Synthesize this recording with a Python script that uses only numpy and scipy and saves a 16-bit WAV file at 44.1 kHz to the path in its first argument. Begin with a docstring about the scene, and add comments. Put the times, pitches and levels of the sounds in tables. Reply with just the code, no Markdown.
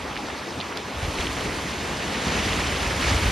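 """Single stones clack over the rush of a wide river; then a slab breaks out of the gravel cliff.
It lets go with dull thuds, then crumbles into a growing rush of gravel with a deep rumble.
Heard from the far bank. River, gravel bed, grit, clods and rumble are noise shaped by spectra,
pebbles are tiny decaying rings, thuds are sagging low sines, and stones are clicks with noisy chips."""
import sys
import numpy as np
from scipy import signal
from scipy.fft import rfft, irfft
from scipy.io import wavfile
from scipy.ndimage import uniform_filter1d

SR = 44100
rng = np.random.default_rng(int(sys.argv[2]) if len(sys.argv) > 2 else 0)


def transcribe(u):
    """Save the signal u as a 16-bit wav file named by the first command-line argument.

    u: samples, shape (n,) or (channels, n), limited to [-1, 1]; the rate is SR.
    q: integer samples, one column per channel.
    """
    v = np.clip(np.atleast_2d(u).T, -1, 1)
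    q = np.round(v * 32767).astype(np.int16)
    wavfile.write(sys.argv[1], SR, q)


N = 145971  # length in samples

# Spectra give relative density only: each coloured noise is brought to rms 1 before its level.
# River spectrum: frequency_hz, density_db (per Hz)
RIVER_SPECTRUM = [(20, -40), (45, -19), (75, 0.5), (140, -5), (270, -0.5), (600, -4.5), (950, -3.5),
                  (1400, -8), (2000, -9.5), (3200, -13.5), (5000, -17), (7000, -22), (10000, -32.5),
                  (14000, -40.5)]
RIVER_DB = -32.5

# Single stones striking: start_s, level_db (before the contact and chips trims), centre_hz, width_octaves
STONE_STRIKES = [(.157, -20, 1800, 1), (.166, -21.5, 2000, 0.77), (0.1743, -19.5, 2860, 0.71),
                 (0.285, -19, 1400, 0.94), (.301, -22, 1800, 0.84), (0.346, -23, 1600, 0.74),
                 (.506, -33, 4700, .3), (.602, -22, 3700, .3), (.611, -21, 3670, 0.45),
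                 (.725, -22, 1890, 0.5), (0.7708, -31, 6500, 0.75), (0.773, -19, 3650, 0.6),
                 (1.028, -25, 1400, .9), (1.155, -21.5, 3400, 0.6), (1.186, -18, 2200, 0.57),
                 (1.206, -24, 4000, 0.83), (1.211, -18.5, 2400, 0.7), (1.269, -17, 2750, 0.4),
                 (1.271, -23, 2830, .55), (1.368, -23, 1800, 0.47), (1.409, -20.5, 2200, 1.3),
                 (1.586, -25, 1900, .7), (2.023, -26, 2180, .6), (2.042, -18, 1990, 0.77),
                 (2.371, -21, 1850, 0.67), (2.532, -17.5, 2600, 0.46), (2.735, -24, 2620, 0.66)]
STONE_RISE_S, STONE_DECAY_S, STONE_TAIL_S = 0.000295, 0.002, 0.011
CONTACT_DB, CHIPS_DB, STONE_TAIL_DB = -1, -6, -15

# Rumble of the moving mass of earth: frequency_hz, density_db (per Hz)
RUMBLE_SPECTRUM = [(18, -42), (30, -31), (45, -2), (62, -0.5), (85, -1), (115, -7), (160, -15),
                   (300, -20.5), (900, -53.5)]
# Weight of the moving earth: time_s, level_db
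RUMBLE_LEVEL = [(0, -41.5), (.4, -54), (.91, -63), (.965, -37), (1.3, -37), (1.7, -40), (2.17, -39),
                (2.27, -30.5), (2.6, -31.5), (2.77, -31.5), (2.95, -29.5), (3.03, -26.5), (3.15, -25),
                (3.31, -25)]
# Soft clods tumbling down the face: frequency_hz, density_db (per Hz)
CLOD_SPECTRUM = [(60, -51), (130, -7), (210, -5), (330, -8), (500, -13.5), (900, -31.5), (3000, -56)]
# How many clods tumble: time_s, level_db
CLOD_LEVEL = [(0, -44), (.2, -39.5), (.6, -62), (.9, -52), (1.1, -40.5), (1.5, -36), (1.78, -40.5),
              (2.17, -34.5), (2.27, -31), (2.42, -33), (2.8, -36), (3.31, -41)]
# Heavy blocks landing: start_s, peak_db, pitch_hz (middle of the sag)
BLOCK_THUDS = [(1.027, -23, 104), (1.046, -25, 55), (1.078, -23, 86.5), (1.191, -21.5, 61), (1.48, -26, 67),
               (2.265, -25.5, 190), (2.454, -28, 90), (3.015, -23.5, 83), (3.113, -16.5, 104),
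               (3.142, -22, 57.4)]
THUD_RISE_S = 0.0066
THUD_SAG = 0.11  # total pitch fall, as a share of the pitch
BURST_DB = -11  # clod burst relative to its thud

# Sliding gravel: frequency_hz, density_db (per Hz)
GRAVEL_SPECTRUM = [(60, -11), (220, -3), (500, 1), (800, -2), (1400, -0.5), (2000, 0), (3000, -2),
                   (3700, -5.5), (5500, -9), (7200, -11), (8500, -21.5), (10500, -26), (14000, -42)]
# How much gravel is moving: time_s, level_db
GRAVEL_LEVEL = [(0, -51), (.32, -43), (.5, -51), (.95, -46.5), (1.03, -34.5), (1.14, -36.5), (1.2, -31),
                (1.3, -34.5), (1.37, -33), (1.7, -35), (1.9, -34), (2.18, -31.5), (2.31, -27.8), (2.6, -28),
                (2.76, -29), (2.94, -30.5), (3.07, -24.5), (3.19, -28.5), (3.31, -26.5)]
GRAINS_PER_S = 1800  # in each row, all pitches together
GRAIN_SPREAD_DB, GRAINS_DB, HISS_DB = 4, -8.5, 0.5
# Fine grit spraying off the slide: frequency_hz, density_db (per Hz)
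GRIT_SPECTRUM = [(2500, -16), (6800, 0.5), (8500, -1), (10500, -4.5), (14000, -17)]
# How much grit is in the air: time_s, level_db
GRIT_LEVEL = [(0, -68), (.88, -64), (1.0, -50), (1.22, -46.5), (1.8, -50), (2.2, -48.5), (2.48, -43.5),
              (2.9, -45.5), (3.31, -39.5)]

# Microphone pair: frequency_hz, likeness (0-1), left_minus_right_db, left_lead_rad
MICROPHONE_PAIR = [(100, 1.0, 0.0, 0.0), (220, 0.99, 0.0, 0.0), (345, 0.94, 1.3, 0.4),
                   (460, 0.92, 4.0, -0.2), (560, 0.92, 0.9, -0.3), (700, 0.84, 0.3, -0.1),
                   (950, 0.98, 0.0, 0.0), (1250, 0.89, -0.4, 0.1), (1550, 0.65, -2.4, 1.1),
                   (1640, 0.36, -1.5, 0.8), (1740, 0.75, -3.2, -1.1), (2100, 0.84, -5.1, 0.2),
                   (2350, 0.98, -0.1, 0.0), (2550, 1.0, 0, 0), (5300, 1.0, 0.0, 0.0),
                   (5700, 0.72, -0.4, -0.9), (6600, 0.64, 0.1, -0.9), (7600, 0.7, 0.1, -2.8),
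                   (8100, 0.88, 0, 0), (9300, 0.85, 0, 0), (9800, 1.0, 0, 0), (13000, 0.99, 0, 0),
                   (13600, 0.73, 0.0, -0.2)]
# Narrow treble dip, and the upper band limit
DIP_HZ, DIP_WIDTH_HZ, DIP_DB = 8000, 80, -18
EDGE_HZ = 14400


def amp(db):
    """Decibels to gain."""
    return 10 ** (np.asarray(db) / 20)


def unit(x):
    """Scales to rms 1."""
    return x / np.sqrt(np.mean(x ** 2) + 1e-20)


def read(points, hz):
    """Reads a curve on a log-frequency axis."""
    f, value = np.transpose(points)
    return np.interp(np.log(hz + 1), np.log(f + 1), value)


def level(points):
    """Turns a level curve into a gain for every sample."""
    times, db = np.transpose(points)
    return amp(np.interp(np.arange(N) / SR, times, db))


def add(mix, start_s, sound):
    """Adds a sound into the mix at its time, cut off at the end."""
    part = mix[..., max(round(start_s * SR), 0):][..., :sound.shape[-1]]
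    part += sound[..., :part.shape[-1]]


def colour(x, spectrum):
    """Gives a signal a spectrum, at rms 1."""
    gain = amp(read(spectrum, np.fft.rfftfreq(N, 1 / SR)))
    return unit(irfft(rfft(x) * gain, N))


def churn(patchy_db, patch_s, patch_hz, flicker_db, size=256):
    """Two unrelated noises that share drifting patches and a quick flicker across all pitches."""
    hop = size // 4
    frames, bins = N // hop + 5, size // 2 + 1
    real, imaginary = rng.standard_normal((2, 2, frames, bins))
    span = max(round(patch_s * SR / hop), 1)
    width = max(round(patch_hz * size / SR), 1)
    patches = uniform_filter1d(rng.standard_normal((frames, bins)), span, axis=0)
    patches = unit(uniform_filter1d(patches, width, axis=1))
    flicker = unit(uniform_filter1d(rng.standard_normal(frames), size=12))[:, None]
    cells = (real + 1j * imaginary) * amp(patchy_db * patches + flicker_db * flicker)
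    return signal.istft(cells.transpose(0, 2, 1), nperseg=size, noverlap=size - hop)[1][:, :N]


def river():
    """The even rush of fast, wide water: gently churning noise at a fixed level."""
    water = churn(patchy_db=1.8, patch_s=0.034, patch_hz=700, flicker_db=0.5)
    return amp(RIVER_DB) * colour(water, RIVER_SPECTRUM)


def stones():
    """Each stone gives a sharp contact, a crunch of chips and a short scatter off the cliff."""
    out, t = np.zeros((2, N)), np.arange(4096) / SR
    hz = np.fft.rfftfreq(len(t), 1 / SR) + 1
    crunch = np.exp(-t / STONE_DECAY_S)
    scatter = amp(STONE_TAIL_DB) * np.exp(-t / STONE_TAIL_S)
    onset = 1 - np.exp(-(t / STONE_RISE_S) ** 2)
    shape = (crunch + scatter) * onset
    for start_s, level_db, centre_hz, octaves in STONE_STRIKES:
        band = 1 / (1 + (np.log2(hz / centre_hz) / octaves) ** 4)
        # a band-limited click, delayed by two rise times
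        contact = irfft(band * np.exp(-2j * np.pi * hz * 2 * STONE_RISE_S))
        contact *= (t < t[-1] / 2) / abs(contact).max()  # drop the half that wraps round
        chips = unit(irfft(rfft(rng.standard_normal((2, len(t)))) * band))
        add(out[0], start_s, amp(level_db + CONTACT_DB) * contact)
        add(out, start_s, amp(level_db + CHIPS_DB) * shape * chips)
    return out


def thuds():
    """Heavy blocks land as low sines sagging in pitch; also returns the clod bursts they set off."""
    out, bursts = np.zeros((2, N)), np.zeros(N)
    u = np.arange(0, 10, 1 / SR / THUD_RISE_S)  # time in rise times
    for start_s, peak_db, pitch_hz in BLOCK_THUDS:
        sagging_hz = pitch_hz * (1 + THUD_SAG * (np.exp(-u / 2) - 0.5))
        turns = np.cumsum(sagging_hz) / SR
        blow = amp(peak_db) * u * np.exp(1 - u)
        add(out[0], start_s, blow * np.sin(2 * np.pi * turns))
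        add(bursts, start_s, amp(BURST_DB) * blow)
    return out, bursts


def earth():
    """The mass rumbles, clods tumble, and heavy blocks land with dull thuds and burst into clods."""
    rumble = level(RUMBLE_LEVEL) * colour(rng.standard_normal((2, N)), RUMBLE_SPECTRUM)
    clods = colour(churn(patchy_db=2.3, patch_s=0.039, patch_hz=400, flicker_db=-0.55), CLOD_SPECTRUM)
    blocks, bursts = thuds()
    # tumbling and bursts add as powers
    return rumble + blocks + np.hypot(level(CLOD_LEVEL), bursts) * clods


def pebbles(count=24):
    """Countless tiny impacts at a spread of pitches, each a fast-decaying ring; a few are large."""
    t, out = np.arange(256) / SR, np.zeros((2, N))
    for hz in np.geomspace(700, 12000, count):
        size = amp(GRAIN_SPREAD_DB * np.minimum(rng.exponential(1, (2, N)), 4.5))
        struck = rng.random((2, N)) < GRAINS_PER_S / count / SR
        hits = size * struck * rng.choice([-1, 1], (2, N))
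        ring = hz * np.exp(-t * hz / 0.72) * np.sin(2 * np.pi * hz * t)  # higher rings start stronger
        out += signal.oaconvolve(hits, ring[None], axes=1)[:, :N]
    return out


def grit():
    """Fine grit sprays off the slide: bright flickering noise with its own level curve."""
    spray = churn(patchy_db=1.2, patch_s=0.02, patch_hz=1500, flicker_db=1.1)
    return level(GRIT_LEVEL) * colour(spray, GRIT_SPECTRUM)


def gravel():
    """Sliding gravel hisses as churning noise and crackles with pebbles, both following its flow."""
    hiss = colour(churn(patchy_db=1.36, patch_s=0.022, patch_hz=1000, flicker_db=0.5), GRAVEL_SPECTRUM)
    crackle = colour(pebbles(), GRAVEL_SPECTRUM)
    return level(GRAVEL_LEVEL) * (amp(HISS_DB) * hiss + amp(GRAINS_DB) * crackle)


def microphones(field):
    """The first row reaches both microphones alike, the second in opposite sign, as far as they differ."""
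    hz, pair = np.fft.rfftfreq(N, 1 / SR), np.array(MICROPHONE_PAIR)
    likeness, balance_db, lead_rad = (read(np.c_[pair[:, 0], column], hz) for column in pair.T[1:])
    likeness = np.clip(likeness, 0, 1)
    common, apart = rfft(field) * np.sqrt([(1 + likeness) / 2, (1 - likeness) / 2])
    tilt = amp(balance_db / 2) * np.exp(0.5j * lead_rad)  # half on each side
    left, right = (common + apart) * tilt, (common - apart) / tilt
    return irfft(np.array([left, right]), N)


def scene():
    """River and landslide, heard from the far bank."""
    return microphones(river() + stones() + earth() + gravel() + grit())


def record(dry):
    """A narrow dip in the treble, then a low-pass band limit."""
    hz = np.fft.rfftfreq(N, 1 / SR)
    dip = amp(DIP_DB * np.exp(-((hz - DIP_HZ) / DIP_WIDTH_HZ) ** 2))
    dipped = irfft(rfft(dry) * dip, N)
    low_pass = signal.firwin(255, EDGE_HZ, window=("kaiser", 9), fs=SR)
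    return signal.oaconvolve(dipped, low_pass[None], "same")


dry = scene()
out = record(dry)
transcribe(out)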